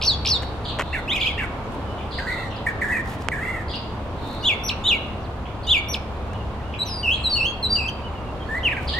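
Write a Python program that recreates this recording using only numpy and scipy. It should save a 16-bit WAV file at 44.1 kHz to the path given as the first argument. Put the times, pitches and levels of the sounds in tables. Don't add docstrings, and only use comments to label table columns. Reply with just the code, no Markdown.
import sys
import numpy as np
from scipy import signal
from scipy.fft import rfft, irfft, next_fast_len
from scipy.io import wavfile
from scipy.ndimage import uniform_filter1d, map_coordinates

SR = 44100
rng = np.random.default_rng(int(sys.argv[2]) if len(sys.argv) > 2 else 0)


def boost_factor(decibels):
    exponent = np.asarray(decibels, float) / 20
    return 10 ** exponent


def output_pcm(signal):
    pcm = np.clip(np.atleast_2d(signal).T, -1, 1) * 32767
    wavfile.write(sys.argv[1], SR, np.round(pcm).astype(np.int16))


N = 396459

# (t/s after the start, f/Hz, level/dB)
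FALL = [
    [(0, 5780, -25), (.018, 4550, -17), (.031, 4110, -18.5), (.076, 3300, -31)],
]
HOOK = [
    [(0, 1750, -33), (.011, 1997, -29), (.016, 2450, -28), (.024, 1780, -32), (.08, 1400, -39.5)],
    [(0, 2650, -31), (.016, 2900, -33.5), (.03, 2397, -33), (.085, 1895, -38)],
]
SWEEP = [
    [(0, 2420, -35), (.028, 3250, -22.5), (.054, 4060, -25.5)],
]
DROP = [
    [(0, 2074, -26.5), (.016, 1802, -27.5), (.05, 1650, -39)],
    [(.006, 2380, -27), (.024, 2000, -39)],
]
DUET = [
    [(0, 1570, -39), (.08, 1516, -41), (.21, 1320, -43)],
    [(.048, 1710, -29), (.06, 1980, -32), (.11, 2076, -29.5), (.15, 2020, -35), (.22, 2000, -36),
     (.27, 1900, -43)],
    [(.155, 2690, -49), (.19, 2740, -45), (.222, 2600, -51)],
]
ARCH = [
    [(0, 1800, -29), (.055, 1797, -29), (.09, 1930, -25), (.13, 1961, -25), (.175, 1746, -32)],
    [(.083, 2650, -40), (.11, 2550, -32.5), (.15, 2320, -35)],
]
BURR = [
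    [(0, 1890, -34), (.03, 1696, -33), (.075, 2005, -31), (.17, 2102, -32), (.21, 1950, -33),
     (.28, 1750, -42)],
]
SWOOP = [
    [(0, 3020, -38), (.024, 3010, -25), (.048, 3700, -15.5), (.084, 2530, -19.5), (.11, 2290, -25.5),
     (.132, 2210, -40)],
]
DIVE = [
    [(0, 5650, -39), (.015, 5850, -32), (.03, 5970, -30), (.043, 5800, -30), (.052, 5100, -28.5),
     (.06, 3500, -18.5), (.065, 2700, -23.5), (.073, 2050, -32)],
]
DIP = [
    [(0, 4350, -31), (.012, 4130, -22.5), (.03, 3940, -19), (.055, 4000, -35.5)],
]
SLIDE = [
    [(0, 6300, -51), (.015, 6100, -41), (.045, 5220, -35.5), (.15, 4700, -34.5), (.174, 4710, -40)],
]
SCOOP = [
    [(0, 2965, -27), (.048, 2640, -20), (.08, 2890, -23), (.094, 3280, -20), (.135, 3310, -42.5)],
]
SAG = [
    [(0, 2985, -32), (.05, 2603, -26), (.095, 2570, -28), (.114, 2770, -26)],
    [(.125, 3160, -43), (.134, 3180, -22), (.146, 2880, -44)],
]
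HOLD = [
    [(0, 4640, -43), (.015, 4720, -22.5), (.037, 4744, -19), (.069, 4744, -22.5), (.088, 4280, -39)],
]
TUCK = [
    [(-.006, 1600, -33), (0, 2500, -26), (.006, 1680, -31), (.02, 1560, -36), (.045, 1520, -40)],
]
RISE = [
    [(0, 1700, -35), (.05, 1835, -28), (.1, 2060, -28)],
]
BOW = [
    [(0, 2680, -37), (.012, 3250, -28.5), (.032, 2860, -17.5), (.05, 2640, -20.5), (.067, 1710, -32)],
    [(.072, 2260, -28), (.083, 2800, -36)],
]
FLICK = [
    [(-.008, 1735, -27), (0, 2922, -21.5), (.007, 1900, -26.5), (.026, 1565, -37.5), (.043, 1570, -38)],
]
PEEP = [
    [(0, 3930, -36), (.012, 4020, -28), (.034, 3900, -25), (.051, 4340, -31)],
]
TRILL = [
    [(0, 2070, -33), (.025, 2490, -25), (.044, 2500, -27), (.051, 3620, -19), (.058, 2450, -26),
     (.075, 2120, -34), (.09, 2330, -29)],
    [(.09, 2330, -29), (.1, 2620, -25), (.106, 3660, -18.5), (.113, 2430, -26), (.13, 2270, -31),
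     (.145, 2420, -27)],
    [(.145, 2420, -27), (.158, 2620, -24), (.166, 3520, -20), (.174, 2620, -26), (.19, 2320, -34),
     (.213, 2120, -40)],
]
LEAD = [
    [(0, 3570, -32), (.012, 3650, -25), (.031, 3900, -19.5), (.047, 4050, -21)],
]
# (top f/Hz, bottom f/Hz at start, bottom f/Hz at end, swings per s)
CALLERS = [
    (4850, 3800, 2450, 45),
    (3590, 2260, 2270, 70),
    (4400, 3700, 3450, 95),
    (4250, 2900, 2480, 70),
]
LONG_CALL, SHORT_CALL, FLAT_CALL, MID_CALL = CALLERS


def thrasher():
    # (t/s, syllable; for a varied repeat also length times, pitch times, level/dB)
    hoarse_notes = [(.064, FALL, 1.03, 1.001, .1), (.304, FALL), (.927, HOOK, .95, .98, .1), (1.377, HOOK),
                    (1.076, SWEEP), (1.11, TRILL), (2.184, DROP, .7, .95, -3), (2.218, DUET),
                    (2.664, DROP, .95, .99, 3), (2.814, DROP, .7, 1.02, 3), (2.839, ARCH), (3.316, DROP),
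                    (3.36, BURR)]
    clear_notes = [(4.427, SWOOP, .91, .975, -1.5), (4.635, DIVE), (4.84, SWOOP), (4.838, LEAD),
                   (4.436, LEAD, .6, .99, -4), (5.67, LEAD, .75, 1.005, -4), (5.667, SWOOP, 1.01, .99, .5),
                   (5.884, DIVE, 1.01, 1.001, -1.5), (6.788, PEEP), (6.85, SLIDE), (7.03, SCOOP),
                   (7.237, DIP), (7.296, DIP, 1.5, 1.125, .1), (7.355, SCOOP, 1.2, .99, -2),
                   (7.626, DIP, .95, 1.01, .1), (7.691, HOLD), (7.755, SAG), (8.487, RISE), (8.628, BOW),
                   (8.718, FLICK), (8.77, TUCK), (8.935, RISE, .9, 1.05, -1)]
    # (f/Hz, level/dB per Hz)
    rasp = [(2650, -38), (4500, -2), (4870, -8), (5290, -11), (6890, -1), (8270, 1), (9180, 1),
            (10600, -12), (12300, -2), (14800, -8), (16200, -30)]
    air = unit(filtered(rng.standard_normal(N), lambda hz: boost_factor(along(rasp, hz))))

    tone, size, low = whistle(sung(hoarse_notes), False, jitter=.009, flutter_db=1.4)
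    hoarse = voiced(tone, size, drive_db=2.5)
    hoarse += boost_factor(-28) * uniform_filter1d(low, size=900) * air

    sung_clear = whistle(sung(clear_notes), False, jitter=.0035, flutter_db=1.0)
    warbled = whistle(warbles(), True, jitter=.003, flutter_db=.6)
    tone, size, low = [a + b for a, b in zip(sung_clear, warbled)]
    breath = boost_factor(-40) * uniform_filter1d(size, size=900) + boost_factor(-36) * low
    return hoarse + voiced(tone, size, drive_db=0.0) + breath * air


def sung(song):
    # (share of pitch, level/dB)
    burr_parts = [(2 / 3, -12), (4 / 3, -18), (5 / 3, -27)]
    notes = []
    for start, syllable, *change in song:
        length, pitch, db = change or (1, 1, 0)
        parts = [(0.99, 0)] + (burr_parts if syllable == BURR else [])
        for voice in syllable:
            s, hz, level_db = np.transpose(voice)
            s = start + length * np.sort(s)
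            for share, part_db in parts:
                notes.append(np.transpose([s, pitch * share * hz, level_db + db + part_db]))
    return notes


def warbles(count=9):
    # (t/s, time a swing/s, level/dB)
    warble_at = [
        (0.0128, .0066, -23.5),
        (0.2473, .0073, -22.5),
    ]
    k = np.arange(count)
    u = k / (count - 1)
    tops_hz = 4880 + (6200 - 4880) * np.sin(1.9 * u)
    troughs_hz = 2150 + 2480 * u ** 1.9
    hz = np.where(k % 2, troughs_hz, tops_hz)
    shape_db = -3.5 * (k % 2) + 16 * (k == count - 1)
    return [np.transpose([s + swing * k, hz, db + shape_db]) for s, swing, db in warble_at]


def whistle(notes, eased, jitter, flutter_db):
    # (from t/s, to t/s, quavers per s, share of pitch)
    tremble = (7.03, 7.87, 52, .023)
    start, end, rate, share = tremble
    tone, size, low = np.zeros(N + SR, complex), np.zeros(N + SR), np.zeros(N + SR)
    for note in notes:
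        s, hz, db = np.transpose(note)
        t = np.arange(s[0], max(s[-1], s[0] + .01), 1 / SR)
        step = np.interp(t, s, np.arange(len(s)))
        if eased:
            step = np.floor(step) + .5 - .5 * np.cos(np.pi * (step % 1))
        pitch = uniform_filter1d(np.interp(step, np.arange(len(s)), hz), size=130, mode="nearest")
        deep = np.clip((2300 - pitch) / 250, 0, 1)
        pitch = pitch * (1 + jitter * (1 + 4 * deep) * wobble(400, len(t)))
        quavers = start <= s[0] < end and hz[0] < 3200
        pitch = pitch * (1 + share * quavers * np.sin(2 * np.pi * rate * (t - t[0])))
        edge = np.clip(np.minimum((t - t[0]) / .003, (t[-1] - t) / .005), 0, 1)
        flutter = flutter_db * (1.5 + 0.5 * deep) * wobble(120.3, len(t))
        level = 2 ** .5 * edge * boost_factor(np.interp(t, s, db) + flutter)
        first = round(s[0] * SR)
        span = slice(first, first + len(t))
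        tone[span] += level * np.exp(2j * np.pi * np.cumsum(pitch) / SR)
        size[span] += level
        low[span] += level * deep
    return tone[:N], size[:N], low[:N]


def voiced(tone, size, drive_db):
    # (order, level/dB)
    overtones = [(2, -18.5), (3, -29), (4, -34.5), (5, -38)]
    # (f/Hz, level/dB)
    beak = [(900, -30), (3700, -8), (5200, -4), (7300, 3.5), (9500, -3), (12000, 4.5), (16000, -30)]
    # (t/s, overtone level/dB)
    gape = [(0, 1), (1.1, 1), (1.13, 5), (1.35, 3), (4, 0), (4.4, 5), (6, 5), (6.8, 1), (7.33, 0),
            (7.37, 5), (7.55, 3), (7.62, -1), (7.75, -1), (7.78, 5), (8.4, 0), (8.6, -5), (8.99, -2)]
    turn = tone / (size + 1e-9)
    gape_db = curves(gape)[0] + 2.5 * wobble(200)
    closing = 0.03 * (size / .05) ** .2 * np.tanh(size / .008) * boost_factor(gape_db)
    blur = np.exp(.16j * wobble(500))
    upper = 0
    for order, db in overtones:
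        upper = upper + boost_factor(db + drive_db * (order - 2.5)) * closing * (turn * blur) ** order
    return tone.real + filtered(upper.real, lambda hz: boost_factor(along(beak, hz)))


def echoes(x, delay, early_db):
    # (f/Hz, fade/s)
    trees = [(1500, 0.99), (3000, 0.67), (4700, 0.56), (6000, .3), (10000, 0.14)]
    hz, t, z = signal.stft(rng.standard_normal((2, SR)), SR, nperseg=256)
    fade = boost_factor(-60 * t / along(trees, hz)[:, None])
    tail = signal.istft(z * fade, SR, nperseg=256)[1]
    age = np.arange(tail.shape[1]) / SR - delay
    early = 1 + boost_factor(early_db - 60 * np.abs(age) / 0.085)
    tail = (tail + 0.061 * tail[::-1]) * (age > 0) * early
    wet = signal.fftconvolve(x[None], tail / np.linalg.norm(tail[0]), axes=1)[:, :N]
    stir = 1.6 * wobble(70)
    return np.cos(stir) * wet + np.sin(stir) * wet[::-1] * [[1], [-1]]


def far_birds():
    # (t/s, length/s, caller, pitch times, level/dB)
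    buzzes = [(.639, .1, LONG_CALL, 0.98, -42), (.845, .203, FLAT_CALL, .98, -49.5),
              (1.189, .099, LONG_CALL, 1.06, -42), (1.979, 0.057, SHORT_CALL, 1.01, -49),
              (2.107, 0.09, LONG_CALL, 1.01, -40), (2.269, .18, FLAT_CALL, 1.01, -48.5),
              (2.498, .1, MID_CALL, 1, -48.5), (3.085, .04, MID_CALL, .9, -54),
              (3.68, 0.09, LONG_CALL, 1.01, -41.5), (4.162, .28, FLAT_CALL, 1.01, -50.5),
              (4.408, .039, FLAT_CALL, 1.15, -44), (5.452, .043, SHORT_CALL, .98, -46.5),
              (5.631, .09, LONG_CALL, .99, -43.5), (6.33, .057, SHORT_CALL, 1.15, -58),
              (6.714, 0.051, SHORT_CALL, 0.98, -49.5), (6.845, 0.068, LONG_CALL, 0.96, -46),
              (7.114, 0.15, FLAT_CALL, 2, -59.5), (7.134, .058, LONG_CALL, .89, -45),
              (8.871, .09, LONG_CALL, 1.01, -34)]
    # (t/s, length/s, start f/Hz, end f/Hz, level/dB)
    far_glides = [(1.64, .03, 6990, 5820, -68), (1.871, .118, 2980, 2980, -51),
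                  (2.505, .02, 6180, 4890, -57), (2.56, .015, 5450, 3940, -50), (5.2, .04, 6260, 5400, -65),
                  (5.24, .04, 5000, 2370, -52), (6.3, .04, 2600, 2800, -53), (6.34, .1, 2950, 2800, -52),
                  (6.545, .03, 1650, 2300, -53), (6.59, .05, 2100, 1550, -53),
                  (6.615, .035, 2300, 2900, -53), (6.65, .065, 2900, 2830, -52),
                  (8.535, .042, 3270, 4460, -58), (8.577, .042, 4460, 3410, -54),
                  (8.685, .015, 4400, 3220, -49), (8.725, .016, 3900, 3130, -48),
                  (7.99, .02, 2000, 3000, -52), (8.035, .045, 2950, 2950, -44),
                   (8.125, .022, 3000, 2000, -50), (8.15, .045, 2950, 2750, -47),
                   (8.235, .018, 2900, 2000, -50), (8.262, .04, 2850, 2700, -48),
                   (8.4, .045, 3250, 3150, -49), (8.46, .03, 4400, 4400, -55)]
    out = np.zeros(N + SR)
    for s, length, caller, pitch, db in buzzes:
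        top_hz, start_hz, end_hz = pitch * np.array(caller[:-1])
        u = np.arange(0, 1, 1 / (length * SR))
        swings = caller[-1] * (length * u - .008) + .04 * wobble(50, len(u))
        saw = .5 + .5 * np.cos(2 * np.pi * swings)
        bottom = start_hz + (end_hz - start_hz) * u ** .5
        hz = (bottom + (top_hz - bottom) * saw) * (1 + .022 * wobble(900, len(u)))
        phase = 2 * np.pi * np.cumsum(hz) / SR
        grain_db = 6 * wobble(220, len(u)) - 6 * saw ** 4
        swell = np.clip(np.minimum(u / 0.067, (1 - u) / 0.17), 0, 1) * boost_factor(db + grain_db)
        out[round(s * SR):][:len(u)] += swell * (np.sin(phase) + boost_factor(-25) * np.sin(2 * phase))
    thin = [[(s, a, db), (s + length, b, db)] for s, length, a, b, db in far_glides]
    return out[:N], whistle(thin, False, jitter=.004, flutter_db=2)[0].real


def ticks():
    # (t/s, knock peak level/dB, snap peak level/dB, left-right/dB)
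    touches = [(.4232, -30, -27, 3), (.4316, -24, -34, 3), (.7882, -19, -29, 0), (.7946, -11, -24, 1),
               (.7995, -15, -34, 1), (.8075, -18, -29, 0), (.8115, -18, -34, 0), (.8205, -18, -33, 0),
               (1.7215, -40, -35, 1), (1.7475, -40, -37, 0), (2.8865, -34, -29, 4), (3.146, -40, -35, 0),
               (3.2862, -6, -17, -8), (6.334, -32, -34, 0)]
    # (f/Hz, width/Hz, level/dB)
    shell = [(1000, 2200, 0), (3300, 800, -5)]
    snap = [(7500, 2500, 0), (12000, 3000, -14)]
    bright, dull = np.zeros((2, 2, N + SR))
    t = np.arange(1300) / SR
    push = np.exp(-(t / .00004 - 2.5) ** 2)
    for s, knock_db, snap_db, pan_db in touches:
        rattle = boost_factor(-12 - 60 * t / .03) * rng.standard_normal((2, len(t)))
        thuds = 2.6 * uniform_filter1d(rattle + rattle[::-1] * .8, size=9)
        sides = boost_factor(pan_db * np.array([[.5], [-.5]]))
        first = round(s * SR)
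        span = slice(first, first + len(t))
        rattle_db = min(snap_db, -32) - 6
        thud_db = knock_db if knock_db < -9 else -27
        bright[:, span] += 2.2 * sides * (boost_factor(snap_db) * push + boost_factor(rattle_db) * rattle)
        dull[:, span] += 2.9 * sides * (boost_factor(knock_db) * push + boost_factor(thud_db) * thuds)
    return filtered(bright[:, :N], resonances(snap)) + filtered(dull[:, :N], resonances(shell))


def rustles():
    # (t/s, length/s, level/dB, brightness/dB a decade)
    bursts = [(.42, .05, -57, -10), (1.7, .07, -60, -12), (3.04, .135, -47, -16), (3.175, .1, -50, -28),
              (4.17, .27, -57, -8), (4.685, .04, -50, -10), (5.935, .04, -50, -10), (7.3, .12, -56, -12),
              (7.75, .06, -54, -10), (8.8, .08, -54, -14)]
    out = np.zeros((2, N + SR))
    for s, length, db, tilt_db in bursts:
        n = round(length * SR)
        hz = np.fft.rfftfreq(n, 1 / SR) + 1
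        colour = boost_factor(tilt_db * np.log10(hz / 3000)) / (1 + (2200 / hz) ** 4)
        noise = irfft(rfft(rng.standard_normal((2, n))) * colour, n)
        swell = boost_factor(db + 3.5 * wobble(250, n)) * np.sin(np.pi * np.arange(n) / n)
        out[:, round(s * SR):][:, :n] += swell * unit(noise + .6 * noise[::-1])
    return out[:, :N]


def traffic():
    # (t/s, rumble level/dB, tyre roar level/dB)
    road = [(0.0, -32, -34.5), (0.35, -32, -35), (8.99, -32, -36)]
    # (t/s, first level/dB, third level/dB)
    engine = [(0.0, -37.5, -58), (2.45, -43, -43), (8.99, -35, -48)]
    # (f/Hz, level/dB per Hz)
    rumble_colour = [(8.8, -48), (15, -6.5), (50, -1), (107, 0), (171, -13), (205, -10.5), (260, -18),
                     (340, -32), (570, -120)]
    roar_colour = [(88, -26.5), (150, -2), (189, -6.5), (253, -3), (374, -5.5), (491, -5), (1050, -7),
                   (1910, -21), (2770, -22.5), (3560, -25.5), (4860, -33.5), (5680, -38), (9050, -44.5),
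                   (15600, -54)]
    rumble_db, roar_db = curves(road)
    first_db, third_db = curves(engine)
    phase = 2 * np.pi * np.cumsum(69.9 * (1 + 0.00792 * wobble(2.5))) / SR
    drone = boost_factor(first_db + 4.0 + 2.2 * wobble(5.4)) * np.sin(phase)
    drone += boost_factor(third_db + 2.3 * wobble(4.0)) * np.sin(3 * phase)
    rumble = boost_factor(rumble_db - 1.5) * rush(rumble_colour, patchy_db=-0.53)
    roar = boost_factor(roar_db + 1.5 + .6 * wobble(2.195)) * rush(roar_colour, patchy_db=0.52)
    return drone + rumble + roar


def rush(spectrum, patchy_db):
    # (f/Hz, likeness from 0 to 1)
    alike = [(30, 0.9), (150, 0.97), (400, 0.91), (900, 0.76), (2500, 0), (6000, 0), (12000, 0.053)]
    z = signal.stft(rng.standard_normal((2, N)), nperseg=512)[2]
    field = uniform_filter1d(rng.standard_normal(z.shape[1:]), size=5, axis=0)
    field = uniform_filter1d(field, size=12, axis=1)
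    pair = signal.istft(z * boost_factor(patchy_db * unit(field)), nperseg=512)[1][:, :N]

    def colour(hz):
        turn = np.arccos(np.clip(along(alike, hz), -1, 1)) / 2
        return boost_factor(along(spectrum, hz)) * [np.cos(turn), np.sin(turn)]

    mid, side = filtered(pair, colour)
    return np.array([mid + side, mid - side]) / np.std(mid)


def unit(x):
    return x / np.sqrt(np.mean(np.abs(x) ** 2) + 1e-20)


def along(points, hz):
    f, v = np.transpose(points)
    return np.interp(np.log(hz + 1), np.log(f + 1), v)


def curves(rows):
    s, *cols = np.transpose(rows)
    return [np.interp(np.arange(N) / SR, s, c) for c in cols]


def wobble(rate, n=N):
    knots = rng.standard_normal(int(n * rate / SR) + 4)
    return map_coordinates(knots, [np.arange(n) * rate / SR])


def filtered(x, response):
    m = next_fast_len(N + 8192)
    return irfft(rfft(x, m) * response(np.fft.rfftfreq(m, 1 / SR)), m)[..., :N]


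def resonances(modes):
    def response(f):
        total = 0
        for k, (c, w, db) in enumerate(modes):
            total = total + (-1) ** k * boost_factor(db) * 1j * f * w / (c * c - f * f + 1j * f * w)
        return total
    return response


def scene():
    near = thrasher()
    chirps, whistles = far_birds()
    leaves = .7 + 1.3 * np.tanh(wobble(230))
    singer = near + boost_factor(-6.5) * echoes(near * leaves, .01, early_db=12.5)
    far = boost_factor(2.5) * chirps + boost_factor(-.5) * whistles
    far = far + boost_factor(4.5) * echoes(chirps + 0.3 * whistles, 0.0045, early_db=-0.5)
    return singer + far + ticks() + rustles() + traffic()


def roll_off(x):
    return signal.sosfilt(signal.butter(12, 15750, fs=SR, output="sos"), x)


def record(dry):
    # (f/Hz, left-right/dB)
    side_lean = [(60, 1.0), (180, 0.0), (550, -0.5), (1650, -2.0), (4970, 0.5), (15000, 2)]

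    def ports(hz):
        level = boost_factor(along(side_lean, hz) * [[.5], [-.5]])
        phase = 0.29 * hz / 4000 * np.array([[1], [-1]])
        return (hz < 15800) * level * np.exp(1j * phase)

    return roll_off(filtered(dry, ports))


dry = scene()
out = record(dry)
output_pcm(out)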